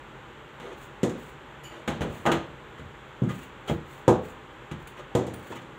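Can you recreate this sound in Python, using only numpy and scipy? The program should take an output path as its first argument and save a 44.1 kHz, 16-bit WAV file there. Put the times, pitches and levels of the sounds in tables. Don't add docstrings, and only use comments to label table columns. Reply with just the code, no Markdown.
import sys
import numpy as np
from scipy import signal
from scipy.fft import rfft, irfft
from scipy.io import wavfile
from scipy.ndimage import uniform_filter1d

SR = 44100
rng = np.random.default_rng(int(sys.argv[2]) if len(sys.argv) > 2 else 0)


def wav_record(signal):
    frames = np.transpose(np.atleast_2d(signal))
    bounded = np.clip(frames, -1, 1)
    quanta = np.round(bounded * 32767).astype(np.int16)
    wavfile.write(sys.argv[1], SR, quanta)


N = 254898
RING_T = np.arange(SR * 3 // 5) / SR
FILTER_HZ = np.fft.rfftfreq(8192, 1 / SR)


def amp(db):
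    return 10 ** (np.asarray(db) / 20)


def evened(x):
    return x / np.sqrt(np.mean(x ** 2) + 1e-20)


def read(points, hz):
    f, value = np.transpose(points)
    return np.interp(np.log(hz + 1), np.log(f + 1), value)


# (f/Hz, level/dB per Hz)
FAN_COLOUR = [(28, -35), (40, -4.5), (58, -4), (97, -11.5), (138, 1.5), (173, -12.5), (206, -7),
              (286, -11.5), (324, -5), (641, -10.5), (692, -20), (785, -8), (1510, -11), (2500, -18.5),
              (3390, -20), (5080, -43), (7410, -33), (9300, -49), (15800, -47.5)]
FAN_DB = -46


def fan():
    hz = np.fft.rfftfreq(N, 1 / SR)
    spectrum = rfft(rng.standard_normal(N)) * amp(read(FAN_COLOUR, hz))
    return amp(FAN_DB) * evened(irfft(spectrum, N))


def add(mix, s, sound):
    part = mix[round(s * SR):][:len(sound)]
    part += sound[:len(part)]


def coloured(x, gain):
    log_gain = np.log(np.maximum(gain, 1e-6))
    circle = np.concatenate([log_gain, log_gain[-2:0:-1]])
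    response = np.exp(np.conj(signal.hilbert(circle)))
    taps = np.fft.ifft(response).real[:len(gain)]
    return signal.fftconvolve(x, taps)[:len(x)]


def soft(corner_hz, steep=3.21, lowest_hz=65):
    treble_loss = 1 + (FILTER_HZ / corner_hz) ** (2 * steep)
    bass_loss = 1 + (lowest_hz / (FILTER_HZ + 1)) ** 6
    return 1 / np.sqrt(treble_loss * bass_loss)


# (f/Hz, time to fall 60 dB/s)
DENSE_RING = [(80, 0.71), (200, 0.33), (560, 0.38), (1500, 0.36), (4000, 0.41), (10000, 0.19)]


def wash(ring, rise=0.0012):
    hz, t, bands = signal.stft(rng.standard_normal(len(RING_T)), SR, nperseg=256)
    t60 = read(DENSE_RING, hz)[:, None] * ring
    unit_energy = np.sqrt(2 * np.log(1000) / (t60 * SR))
    bands = bands * amp(-60 * t / t60) * unit_energy
    noise = signal.istft(bands, SR)[1][:len(RING_T)]
    return noise * (1 - np.exp(-RING_T / rise))


def sheet(modes, ring, spot, spot_db=4, spread_s=0.00013):
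    hz, db, t60 = np.transpose(modes)[:, :, None]
    index = np.arange(len(modes))[:, None]
    life = t60 * ring / np.log(1000)
    spot_gain_db = spot_db * np.cos(2 * np.pi * spot * index)
    height = amp(db + spot_gain_db) * 2 / (life * SR)
    swell = 1 - np.exp(-RING_T / spread_s)
    tones = height * np.exp(-RING_T / life) * np.cos(2 * np.pi * hz * RING_T)
    return swell * tones.sum(0)


def contact(life):
    size = rng.exponential(1, len(RING_T))
    spatter = rng.standard_normal(len(RING_T)) * size * np.exp(-RING_T / life)
    return spatter / np.linalg.norm(spatter)


MIDDLE_CORNER_HZ, BOOM_SLOPE = 500, 0.8
SLAP_LEAD_S = 0.000878


def blows(rows, rings, modes, colour, boom_hz, spot, push_db, boom_db, crack_db, tail_db, crack_s,
          clear_db, bounce_db, bass_hz=130, bounce_octaves=0.37, tick_db=-5, tick_s=0.01, clang_db=-6.0):
    out = np.zeros(N)
    for (s, thud_db, corner_hz, slap_db, bass_db), ring in zip(rows, rings):
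        clear, dense = sheet(modes, ring, spot), wash(ring)
        push = amp(push_db) * (RING_T == 0)

        bounce_hz = boom_hz * (corner_hz / MIDDLE_CORNER_HZ) ** BOOM_SLOPE
        octaves_away = np.log2((FILTER_HZ + 1) / bounce_hz)
        bounce = bounce_db * np.exp(-(octaves_away / bounce_octaves) ** 2)
        deep_bass = bass_db / (1 + (FILTER_HZ / bass_hz) ** 4)
        weight = amp(thud_db + bounce + deep_bass)
        thud = push + amp(clear_db) * clear + amp(boom_db) * dense
        add(out, s, coloured(thud, weight * soft(corner_hz)))

        crack = amp(tick_db) * contact(tick_s) + amp(crack_db) * contact(crack_s)
        slap = crack + amp(clang_db) * clear + amp(tail_db) * dense
        add(out, s - SLAP_LEAD_S, coloured(slap, amp(slap_db + read(colour, FILTER_HZ))))
    return out


# (t/s, thud level/dB, thud corner f/Hz, slap level/dB, deep bass level/dB)
TRAY_HITS = [(.600, 3, 610, -18.5, -12), (1.8777, 20, 670, -2, -2), (2.0083, 17.6, 660, -10, 9),
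             (2.0186, 18, 630, -8.5, -9), (2.2548, 20, 930, -10, -9), (2.2638, 24.2, 1134, -1, -7.5),
             (2.3172, 21, 840, 2, -2), (2.795, 2, 394, -27, 12), (3.6975, 23, 513, -11, -0.5),
             (4.714, 13.5, 344, -14.5, 1), (4.75, 11, 181, -44, 2)]
# (f/Hz, level/dB, time to fall 60 dB/s)
TRAY_TONES = [(76, 1, 0.5), (90, 4, 0.49), (120, -1, 0.48), (152, 7, 0.46), (188, 0, 0.44), (231, 5, 0.41),
              (333, 4, 0.37), (355, 5, 0.37), (402, -7, 0.35), (468, 1, 0.33), (498, 0, 0.32),
              (565, -7, 0.32), (660, -8, 0.32), (783, 3, 0.31), (829, 9, 0.31), (926, 9, 0.31),
              (1040, 2, 0.31), (1230, 9, 0.3), (1465, 2, 0.3), (1690, 0, 0.29), (1992, 3, 0.28),
              (2196, -1, 0.28), (2451, -2, 0.27), (2910, 3, 0.26), (3144, 2, 0.26), (3290, 0, 0.26)]
# (f/Hz, level/dB)
EDGE_CLACK = [(100, -64.5), (1000, 13), (2100, 10), (2600, 6), (3300, 7.5), (4200, -2.5), (5000, -14),
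              (6800, -2.5), (10000, -16.5), (13000, -21), (15500, -16)]
BALL_LANDINGS = [2.25, 3.69, 4.70]
TRAY_RING, BALL_DAMPING = 1.29, 0.8
TRAY_BOOM_HZ = 172


def tray():
    balls = [np.searchsorted(BALL_LANDINGS, row[0]) for row in TRAY_HITS]
    rings = [TRAY_RING * BALL_DAMPING ** count for count in balls]
    return blows(TRAY_HITS, rings, TRAY_TONES, EDGE_CLACK, boom_hz=TRAY_BOOM_HZ, spot=0.35,
                 push_db=-11.5, boom_db=-1.0, crack_db=-4.0, tail_db=-2.5, crack_s=0.018,
                 clear_db=1.5, bounce_db=3)


def friction(length, grain_db=2.5, grains_per_s=2500, fade=0.3):
    chance = rng.random(SR)
    size = np.minimum(rng.exponential(1, SR), 4)
    clump_db = 3 * evened(uniform_filter1d(rng.standard_normal(SR), 600))
    direction = rng.choice([-1, 1], SR)
    slips = evened((chance < grains_per_s / SR) * amp(grain_db * size + clump_db) * direction)
    count = min(round(length * SR), SR)
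    stroke = slips[:count] * signal.windows.tukey(count, min(fade, 1))
    return np.pad(stroke, (0, SR - count))


# (start t/s, length t/s, rumble level/dB, rasp level/dB)
TRAY_SLIDES = [(0.603, 0.14, -11, -40.5), (1.695, 0.13, -18, -42), (2.775, 0.018, -17.5, -38.5),
               (3.284, 0.029, -22, -34), (3.673, 0.0216, -9, -27), (4.96, 0.042, -17.5, -39.5),
               (5.513, 0.019, -21, -32.5), (5.549, 0.025, -17, -32)]


def scrapes(corner_hz=570, hollow_hz=380, dense_db=0):
    out = np.zeros(N)
    for s, length, rumble_db, rasp_db in TRAY_SLIDES:
        body = sheet(TRAY_TONES, 0.45, .3) + amp(dense_db) * wash(0.42)
        rumble = amp(rumble_db) * soft(corner_hz, steep=6.2, lowest_hz=hollow_hz)
        rasp = amp(rasp_db + read(EDGE_CLACK, FILTER_HZ))
        ringing = signal.fftconvolve(friction(length), body)
        add(out, s, coloured(ringing, (rumble + rasp) * amp(-10.0)))
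    return out


def in_kitchen(dry, room_db):
    return dry + amp(room_db) * signal.fftconvolve(dry, wash(1))[:N]


# (start t/s, length t/s, level/dB)
HAND_STROKES = [(0.746, 0.15, -52), (1.134, 0.22, -52.5), (2.034, 0.27, -50.5), (3.253, .25, -48.5),
                (3.643, .14, -48.5), (3.829, 0.22, -52.5), (4.201, 0.15, -48.5), (4.78, 0.066, -56),
                (5.303, 0.35, -52)]
# (f/Hz, level/dB per Hz)
DOUGH_HISS = [(2650, 3), (4500, -6.5), (5210, -17.5), (5990, -9.5), (7000, -1.5), (10200, -13.5),
              (12800, -11.5), (14900, -12), (15600, 3.5)]


def rubs():
    dry = np.zeros(N)
    for s, length, db in HAND_STROKES:
        add(dry, s, amp(db) * friction(length, grain_db=0.0, grains_per_s=4900, fade=0.86))
    return coloured(in_kitchen(dry, room_db=-3), evened(amp(read(DOUGH_HISS, FILTER_HZ))))


# (t/s, thud level/dB, thud corner f/Hz, slap level/dB, deep bass level/dB)
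TABLE_HITS = [(1.0322, 26.5, 440, -2.5, -15), (1.094, 5.5, 466, -14, -3), (3.2194, 26, 298, -31, -8.5),
              (3.2346, 21, 270, -23, -8), (4.0798, 30, 732, 0, -7.5), (5.1511, 24, 620, -2, -3.5),
              (5.267, 13, 513, -14.5, -2.5), (5.504, 9, 520, -22, -11), (5.618, 0.5, 393, -27, -4)]
# (f/Hz, level/dB, time to fall 60 dB/s)
TABLE_TONES = [(86.8, 4, 0.96), (116.7, 14.5, 0.26), (133.4, 13.5, 0.2), (167.1, 8.5, 0.43),
               (187.9, 4.5, 0.43), (237.3, 8, 0.43), (263, 4, 1), (334, 3.5, 0.33), (373, 4, 0.36),
               (391, 3, 0.13), (437, 6.5, 0.79), (475.4, 10, 0.27), (504.5, 6, 0.48), (520, 5, 0.7),
               (590, -6, 0.29), (666, -1, 0.33), (720, -12, 0.29), (765, 12, 0.36), (848, 9, 0.57),
               (913, 9.5, 0.24), (1012, 6, 0.3), (1090, -2, 0.46), (1120, 13, 0.57), (1246, 9.5, 0.31),
               (1614, 8, 0.31), (1760, 18, 0.38), (1960, 21, 0.28)]
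# (f/Hz, level/dB)
WET_SLAP = [(100, -93), (1000, 0.5), (2000, 7), (2600, 0), (3400, 5), (4200, -4), (5000, -10), (7000, 1.5),
            (10000, -14), (13000, -19), (15500, -15)]
TABLE_RING, TABLE_HALVING_DB = 2.13, 24.5
TABLE_BOOM_HZ = 266.6


def table():
    rings = [TABLE_RING * .5 ** (thud_db / TABLE_HALVING_DB) for _, thud_db, *_ in TABLE_HITS]
    return blows(TABLE_HITS, rings, TABLE_TONES, WET_SLAP, boom_hz=TABLE_BOOM_HZ, spot=0.2543,
                 push_db=-10.0, boom_db=0.0, crack_db=-5, tail_db=-3.0, crack_s=0.03,
                 clear_db=1.0, bounce_db=3)


# (f/Hz, level/dB, time to fall 60 dB/s)
RIM_TONES = [(2350, -42, 0.29), (2961, -42.5, 0.38), (4600, -52, 0.35), (6900, -47, 0.27),
             (7050, -44.5, 0.25), (13300, -65, 0.25)]
PING_S = 1.636


def ping(rise=0.017, width_hz=110, scuff_db=-24, scuff_s=0.04):
    out = np.zeros(N)
    add(out, PING_S, amp(scuff_db) * contact(scuff_s))
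    b, a = signal.butter(2, width_hz, fs=SR)
    for hz, db, t60 in RIM_TONES:
        flutter = evened(signal.lfilter(b, a, rng.standard_normal(len(RING_T))))
        level = amp(db - 60 * RING_T / t60) * (1 - np.exp(-RING_T / rise))
        add(out, PING_S, level * flutter * np.sin(2 * np.pi * hz * RING_T))
    return out


# (t/s, level/dB, pitch f/Hz)
DOUGH_SNAPS = [(4.872, -45.5, 9800), (5.336, -38.5, 9550)]
SNAP_S, SNAP_WIDTH_HZ, SNAP_PEAK_DB = 0.0093, 750, 11.5


def snaps():
    out = np.zeros(N)
    for s, db, hz in DOUGH_SNAPS:
        dry = np.zeros(N)
        add(dry, s, amp(db) * friction(SNAP_S, grain_db=2.0, grains_per_s=7300, fade=0.35))
        band_db = SNAP_PEAK_DB * np.exp(-((FILTER_HZ - hz) / SNAP_WIDTH_HZ) ** 2)
        colour = evened(amp(read(DOUGH_HISS, FILTER_HZ) + band_db))
        out += coloured(in_kitchen(dry, room_db=-1), colour)
    return out


def scene():
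    return (fan() + tray() + scrapes() + rubs() + table() + ping() + snaps())[None]


EDGE_HZ = 15650


def record(dry):
    low_pass = signal.firwin(511, EDGE_HZ, window=("kaiser", 9), fs=SR)
    return signal.oaconvolve(dry, low_pass[None], "same")


dry = scene()
out = record(dry)
wav_record(out)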